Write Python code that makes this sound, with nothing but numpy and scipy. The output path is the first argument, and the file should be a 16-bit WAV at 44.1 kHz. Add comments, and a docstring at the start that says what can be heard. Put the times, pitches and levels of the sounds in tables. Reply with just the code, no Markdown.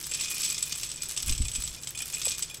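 """Roasted coffee beans clack and rattle from a glass jar into a grinder's steel cup, close by in a kitchen.
Each bean is a noise crunch plus dying modes of its shell, the heap's hollow and the cup; shells tick.
Rough noise slides over the lip drive the jar's modes; random small impacts make the patter.
Midway come low thuds, decaying sines with puffs and rumble; later one small hollow knock.
Reflections follow the beans; a mains hum and faint room noise lie underneath."""
import sys
import numpy as np
from scipy import signal
from scipy.io import wavfile
from scipy.ndimage import uniform_filter1d

SR = 44100
rng = np.random.default_rng(int(sys.argv[2]) if len(sys.argv) > 2 else 0)


def output_pcm(signal):
    """Save a mono or channel-first signal as 16-bit PCM at the path in sys.argv[1].

    Samples are clipped to [-1, 1] before scaling.
    """
    pcm = np.clip(np.atleast_2d(signal).T, -1, 1) * 32767
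    wavfile.write(sys.argv[1], SR, np.round(pcm).astype(np.int16))


N = 114660

# modes of the glass jar: freq_hz, relative_level_db, t60_s
JAR_MODES = [(2457, 0.5, 0.096), (2502, -7, 0.11), (3460, -7, 0.15), (5240, -7.5, 0.072),
             (7540, -2.5, 0.15), (9830, -5, 0.042)]
SHELL_HZ, TICK_HZ = (2650, 7550), (8200, 13500)  # ranges of bean and tick pitch
CONTACT_RISE_S = 0.00019
EDGE_HZ = 15900  # top of the recorded band


def landings():
    """Each loud bean grazes a neighbour, lands and bounces once, on both heap and cup."""
    # loud beans, before trims: start_s, heap_clack_level_db, cup_ring_level_db
    loud_beans = [(0.0408, -33.0, -50.0), (0.113, -33, -29.0), (0.1374, -29.5, -25), (0.146, -31.5, -25),
                  (0.1983, -31.5, -29), (0.2094, -28, -26), (0.2352, -31.5, -39), (0.407, -31.5, -26.5),
                  (0.4316, -27, -35.0), (0.4475, -30, -21.5), (0.4538, -30.5, -24), (0.5008, -30, -22.0),
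                  (0.5256, -41, -30), (0.5444, -29.5, -48.0), (0.5801, -27, -49.0), (0.6271, -27, -19.5),
                  (0.723, -24.5, -45), (0.7515, -55, -30.5), (0.7572, -47, -32.5), (0.7785, -42, -35),
                  (0.7978, -34, -45.0), (0.8216, -40, -46.0), (0.8325, -26, -46), (0.864, -56, -34.0),
                  (0.8909, -38, -30.0), (0.8989, -36.5, -33), (0.9157, -31.5, -32), (0.9595, -49.5, -31),
                  (1.0203, -30.5, -26), (1.024, -49, -29.5), (1.0571, -43.0, -31), (1.0922, -37, -34),
                  (1.103, -35.5, -35.0), (1.1206, -37, -37.0), (1.1644, -33.5, -27.5), (1.1742, -26, -30),
                  (1.1772, -32, -27), (1.1945, -34, -40), (1.2021, -33, -36), (1.2282, -30, -26.5),
                  (1.271, -34.5, -27), (1.2945, -23.5, -26), (1.3236, -27.5, -24), (1.3501, -35, -30),
                  (1.3785, -32.5, -27), (1.4197, -34, -24), (1.452, -34, -36.0), (1.483, -29.5, -29),
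                  (1.5165, -34.5, -30.5), (1.5365, -36, -29.5), (1.5508, -29, -45), (1.5577, -32.0, -22.5),
                  (1.6204, -32, -40.0), (1.6384, -38, -23.5), (1.647, -40, -27), (1.676, -31, -36),
                  (1.7473, -36.5, -59), (1.8337, -35, -32.5), (1.8726, -30, -30.5), (1.8914, -41, -30),
                  (1.9752, -33, -28), (1.9892, -31.5, -30.5), (2.0222, -30.5, -29), (2.1347, -33.5, -38),
                  (2.1397, -44, -26), (2.147, -32.0, -26), (2.2161, -27, -41), (2.249, -36.5, -22.5),
                  (2.2545, -48.0, -26), (2.2646, -34.5, -20), (2.281, -26, -28.0), (2.2958, -41.0, -30),
                  (2.307, -31.0, -27.0), (2.3178, -29, -41.0), (2.382, -33, -35), (2.4238, -30, -20.0),
                  (2.4267, -28.5, -25), (2.5444, -34.5, -58.0), (2.57, -43, -38)]
    clack_trim_db, cup_trim_db, decay_s = -2, -3.5, 0.0057
    graze_lead_s, graze_db = (0.002, 0.006), -17.5
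    bounce_delay_s, bounce_db = (0.0027, 0.011), -10.5
    out = np.zeros(N)
    for start_s, clack_db, cup_db in loud_beans:
        graze = (-rng.uniform(*graze_lead_s), graze_db)
        bounce = (rng.uniform(*bounce_delay_s), bounce_db)
        for offset_s, db in [graze, (0, 0), bounce]:
            heap_hit = clack(decay_s, rng.uniform(*SHELL_HZ))
            add(out, start_s + offset_s, amp(clack_db + clack_trim_db + db) * heap_hit)
            add(out, start_s + offset_s, amp(cup_db + cup_trim_db + db) * ping())
    return out


def clack(decay_s, shell_hz):
    """One bean: a crunch, the brief resonances of its own shell and the answer of the hollow."""
    # contact spectrum: freq_hz, relative_density_db
    contact_spectrum = [(200, -9.5), (800, -33), (1200, -10.5), (1600, -19.5), (2200, -6.5), (2900, -1),
                        (4200, -2), (5300, 3), (7000, -0.5), (8500, 0), (10500, -12.5), (13300, -15),
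                        (16000, -25.5)]
    # resonances of the hollow above the heap: freq_hz, relative_level_db, t60_s
    hollow_modes = [(3530, -4, 0.05), (5370, -2, 0.051), (6270, 2, 0.041)]
    shell_t60_s, overtone_db, scatter_db = 0.015, -9.5, -9
    shell_share, hollow_share = 0.35, 0.36
    shell_modes = [(shell_hz, 0, shell_t60_s)]
    for ratio in rng.uniform(0.703, 1.393, size=2):
        shell_modes.append((shell_hz * ratio, overtone_db, shell_t60_s))
    shell = unit(ring(shell_modes, detune=0, vary_db=8, size=1500), size=220)
    hollow = unit(ring(hollow_modes, detune=0.0073, vary_db=7, size=1500), size=220)
    crunch = unit(burst(decay_s, contact_spectrum, CONTACT_RISE_S, scatter_db), size=220)
    return unit(crunch + shell_share * shell + hollow_share * hollow, size=220)


def ping():
    """One bean on the steel cup: dying modes behind a soft contact rise."""
    # modes of the steel cup: freq_hz, relative_level_db, t60_s
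    cup_modes = [(7846, 1.5, 0.045), (7460, -5.5, 0.016), (8010, 2.5, 0.012), (8110, -13.5, 0.065),
                 (8450, -6, 0.005)]
    steel = unit(ring(cup_modes, detune=0.0083, vary_db=2.5), size=220)
    return steel * (1 - np.exp(-seconds(size=6000) / CONTACT_RISE_S))


def burst(decay_s, spectrum, rise_s, scatter_db):
    """An uneven crunch of contact and its duller scatter inside the grinder's mouth."""
    lump_db, scatter_top_hz, scatter_decay_s = 1.5, 9800, 0.0083
    t = seconds(size=1500)
    lumps = amp(lump_db * unit(uniform_filter1d(rng.standard_normal(len(t)), size=24)))
    crunch = rng.standard_normal(len(t)) * lumps * np.exp(-t / decay_s)
    lowpass = signal.butter(2, scatter_top_hz, fs=SR)
    dull_noise = signal.lfilter(*lowpass, rng.standard_normal(len(t)))
    scatter = dull_noise * amp(scatter_db) * np.exp(-t / scatter_decay_s)
    return colour((1 - np.exp(-t / rise_s)) * (crunch + scatter), spectrum)


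def ticks():
    """Sharp shell contacts between the landings."""
    # brittle shells glancing off each other, before trim: start_s, level_db
    glances = [(0.0278, -32.5), (0.0684, -28.5), (0.306, -28), (0.314, -25), (0.4656, -42), (0.6252, -28),
               (1.0338, -27.0), (1.0874, -30.5), (1.1201, -32), (1.134, -34.5), (1.2246, -29.5),
               (1.2617, -29.0), (1.2788, -28), (1.282, -28), (1.296, -43), (1.3116, -29), (1.6232, -29.5),
               (1.763, -41.5), (1.9068, -31), (2.02, -31), (2.058, -30), (2.0803, -32.5), (2.254, -23.5),
               (2.2963, -29.5), (2.382, -30), (2.3932, -28)]
    trim_db = -2
    out = np.zeros(N)
    for start_s, db in glances:
        add(out, start_s, amp(db + trim_db) * tick(rng.uniform(*TICK_HZ)))
    return out


def tick(hz):
    """Two brittle shells glance off each other and ring for an instant."""
    # contact spectrum: freq_hz, relative_density_db
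    tick_spectrum = [(300, -46.5), (1200, -6.5), (3000, -4), (6000, 2), (10000, 4.5), (13500, 2),
                     (16000, -6)]
    shell_t60_s, shell_share = 0.0047, 0.44
    shell = unit(ring([(hz, 0, shell_t60_s)], detune=0, vary_db=0, size=1500), size=88)
    contact = unit(burst(0.00069, tick_spectrum, rise_s=0.00008, scatter_db=-9.5), size=88)
    return unit(contact + shell_share * shell, size=88)


def scrapes(load_detune=0.005):
    """Short rough slides drive the jar's modes; beans lying on the glass detune it each time."""
    # slides over the glass lip, before jar and grit trims: start_s, level_db
    slides = [(0.117, -40), (0.147, -44), (0.189, -42), (0.256, -41.5), (0.31, -39), (0.367, -45.5),
              (0.476, -46.5), (0.507, -57), (0.752, -47.5), (1.282, -39), (1.312, -46.5), (1.452, -44),
              (1.553, -43.5), (1.948, -41), (2.002, -39), (2.131, -43), (2.168, -42.5), (2.255, -39.5),
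              (2.319, -43), (2.498, -44)]
    # grit spectrum: freq_hz, relative_density_db
    grit_spectrum = [(300, -79), (1800, -8), (3300, 15), (4300, -12), (5600, 3), (8000, 11.5), (11000, -6),
                     (16000, -19)]
    width_s, rise_s = 0.0063, 0.0017
    jar_trim_db, grit_trim_db = -3, -1.5
    out, t = np.zeros(N), seconds(size=5000)
    push = np.minimum(t / rise_s, 1) * np.exp(-(t / width_s) ** 2 / 2)
    for start_s, db in slides:
        slips = push * rng.standard_normal(len(t))
        glass = np.zeros(len(t))
        for mode in JAR_MODES:
            # same spread in Hz for every mode
            mode_ring = ring([mode], detune=load_detune * JAR_MODES[0][0] / mode[0], vary_db=0)
            driven = signal.fftconvolve(slips, mode_ring)[:len(t)]
            glass += amp(mode[1]) * unit(driven, size=700)
        grit = unit(colour(slips, grit_spectrum), size=700)
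        add(out, start_s, amp(db) * (amp(jar_trim_db) * glass + amp(grit_trim_db) * grit))
    return out


def patter():
    """Jostling beans: random heap, cup, jar and shell impacts follow the stream's strength."""
    # stream strength, before layer trims: time_s, clatter_level_db, treble_level_db
    stream = [(0, -41.5, -42), (.1, -40.5, -54), (.21, -33.5, -44), (.46, -32.5, -39.5), (.6, -38.5, -47.5),
              (.81, -41, -45.5), (.95, -43.5, -56), (.985, -43.5, -64), (1.111, -42, -39.5),
              (1.15, -43.5, -54), (1.31, -46, -57), (1.4, -43.5, -48.5), (1.66, -41.5, -48.5),
              (1.81, -48.5, -54), (2.01, -53, -51), (2.1, -41.5, -46.5), (2.3, -39, -49),
              (2.46, -44, -60.5), (2.6, -59, -42)]
    heap_trim_db, cup_trim_db, shell_trim_db, jar_trim_db = -2.5, -6, 1.5, -11.5
    decay_s = 0.0011
    time_s, clatter_db, treble_db = np.transpose(stream)
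    heap = shower(lambda: clack(decay_s, rng.uniform(*SHELL_HZ)), per_s=600, spread_db=5.5)
    cup = shower(ping, per_s=120, spread_db=7.5)
    shells = shower(lambda: tick(rng.uniform(*TICK_HZ)), per_s=300, spread_db=12)
    jar = shower(lambda: ring(JAR_MODES, detune=0.005, vary_db=8.0), per_s=110, spread_db=5, count=20)
    clatter = amp(heap_trim_db) * heap + amp(cup_trim_db) * cup + amp(jar_trim_db) * jar
    treble = amp(shell_trim_db) * shells
    return level(np.c_[time_s, clatter_db]) * clatter + level(np.c_[time_s, treble_db]) * treble


def shower(make, per_s, spread_db, count=120):
    """Many small impacts of random size at random moments, scaled to rms 1."""
    out, sounds = np.zeros(N), [make() for _ in range(count)]
    gain = amp(spread_db * np.minimum(rng.exponential(1, N), 2.5))
    for i in np.flatnonzero(rng.random(N) < per_s / SR):
        add(out, i / SR, gain[i] * sounds[i % count])
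    return unit(out)


def bumps(t60_s=0.12, rise_s=0.0034):
    """Low decaying swings, each with a dull puff, amid a rumble of coloured noise."""
    # low bumps, before the soft rise: start_s, level_db, pitch_hz
    thuds = [(1.239, -32, 48.3), (1.267, -24, 62.4), (1.298, -21.5, 57), (1.398, -16, 59),
             (1.452, -30, 52.5), (1.581, -26.5, 44.6), (2.278, -39.5, 72)]
    # rumble around the bumps: time_s, rms_level_db
    rumble_curve = [(0, -71), (1.22, -63), (1.305, -26.5), (1.37, -42), (1.405, -27.5), (1.49, -44),
                    (1.6, -46), (1.75, -47.5), (1.84, -69)]
    # rumble spectrum: freq_hz, relative_density_db
    rumble_spectrum = [(20, 0.5), (60, -3.5), (120, -7.5), (260, -29.5), (1200, -63.5)]
    # puff spectrum: freq_hz, relative_density_db
    puff_spectrum = [(130, 5), (260, 8), (380, -9), (900, -61)]
    puff_db, puff_decay_s = -18, 0.017
    out = level(rumble_curve) * unit(colour(rng.standard_normal(N), rumble_spectrum, size=8192))
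    t = seconds(size=12000)
    for start_s, db, hz in thuds:
        swing = -amp(-60 * t / t60_s) * np.sin(2 * np.pi * hz * t)
        puff_noise = unit(colour(rng.standard_normal(len(t)), puff_spectrum))
        puff = amp(puff_db) * np.exp(-t / puff_decay_s) * puff_noise
        add(out, start_s, amp(db) * (1 - np.exp(-t / rise_s)) * (swing + puff))
    return out


def knock():
    """One small hollow knock: a decaying sine whose pitch snaps down as it sounds."""
    start_s, level_db, t60_s, rise_s = 2.2703, -25.5, 0.019, 0.00055
    final_hz, drop_hz, drop_decay_s = 494, 505, 0.00074
    out, t = np.zeros(N), seconds(size=2000)
    hz = final_hz + drop_hz * np.exp(-t / drop_decay_s)
    envelope = amp(level_db - 60 * t / t60_s) * (1 - np.exp(-t / rise_s))
    add(out, start_s, envelope * np.sin(2 * np.pi * np.cumsum(hz) / SR))
    return out


def echoes(x, delay_s=0.003, size=22050):
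    """Dense kitchen reflections: a noise tail, each band dying at its own speed."""
    # ring of the kitchen: freq_hz, t60_s
    room_t60 = [(2500, 0.33), (8000, 0.14), (13000, 0.22)]
    hz, t, bands = signal.stft(rng.standard_normal(size), SR, nperseg=128)
    decay = amp(-60 * t / read(room_t60, hz)[:, None])
    tail = signal.istft(bands * decay, SR, nperseg=128)[1]
    tail = tail * np.clip(seconds(len(tail)) / delay_s - 1, 0, 1)  # silent for delay_s, then fades in
    return signal.fftconvolve(x, tail / np.linalg.norm(tail))[:N]


def background():
    """Coloured room noise and a pure mains hum."""
    # room noise spectrum: freq_hz, relative_density_db
    air_spectrum = [(20, -2), (70, -3), (145, 5), (210, -7.5), (350, -6), (700, -13), (1500, -14),
                    (4000, -18), (16000, -44)]
    air_rms_db, hum_rms_db, hum_hz = -52.5, -60.5, 59.4
    air = unit(colour(rng.standard_normal(N), air_spectrum, size=8192))
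    hum = np.sqrt(2) * np.sin(2 * np.pi * hum_hz * seconds(N))
    return amp(air_rms_db) * air + amp(hum_rms_db) * hum


def amp(db):
    """Decibels to gain."""
    return 10 ** (np.asarray(db) / 20)


def unit(x, size=None):
    """Scales to rms 1, taken over the first samples or over all."""
    return x / np.sqrt(np.mean(x[:size] ** 2) + 1e-20)


def read(points, hz):
    """Reads a curve on a log-frequency axis."""
    f, value = np.transpose(points)
    return np.interp(np.log(hz + 1), np.log(f + 1), value)


def level(points):
    """A dB curve as a gain for every sample."""
    return amp(np.interp(np.arange(N) / SR, *np.transpose(points)))


def seconds(size):
    """Time axis in seconds."""
    return np.arange(size) / SR


def add(mix, start_s, sound):
    """Mixes a sound in at a time, in place."""
    part = mix[max(round(start_s * SR), 0):][:len(sound)]
    part += sound[:len(part)]


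def colour(x, points, size=2048):
    """Causal (minimum-phase) filter with the given spectrum."""
    log_gain = np.log(amp(read(points, abs(np.fft.fftfreq(size, 1 / SR)))))
    taps = np.fft.ifft(np.exp(np.conj(signal.hilbert(log_gain)))).real
    return signal.fftconvolve(x, taps[:size // 2])[:len(x)]


def ring(modes, detune, vary_db, size=6000):
    """Dying modes, varied at random in level, pitch and phase with each strike."""
    t, out = seconds(size), np.zeros(size)
    chance = rng.standard_normal((len(modes), 3))
    for (hz, db, t60_s), (louder, sharper, phase) in zip(modes, chance):
        envelope = amp(db + vary_db * louder - 60 * t / t60_s)
        out += envelope * np.sin(2 * np.pi * hz * (1 + detune * sharper) * t + phase)
    return out


def scene():
    """The pour in the kitchen; only the beans excite the reflections."""
    room_db = -10.5
    beans = landings() + ticks() + scrapes() + patter()
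    room = amp(room_db) * echoes(beans)
    return (beans + room + bumps() + knock() + background())[None]


def record(dry):
    """The recorder's band limit: a linear-phase lowpass."""
    lowpass = signal.firwin(301, EDGE_HZ, window=("kaiser", 8), fs=SR)
    return signal.oaconvolve(dry, lowpass[None], "same")


dry = scene()
out = record(dry)
output_pcm(out)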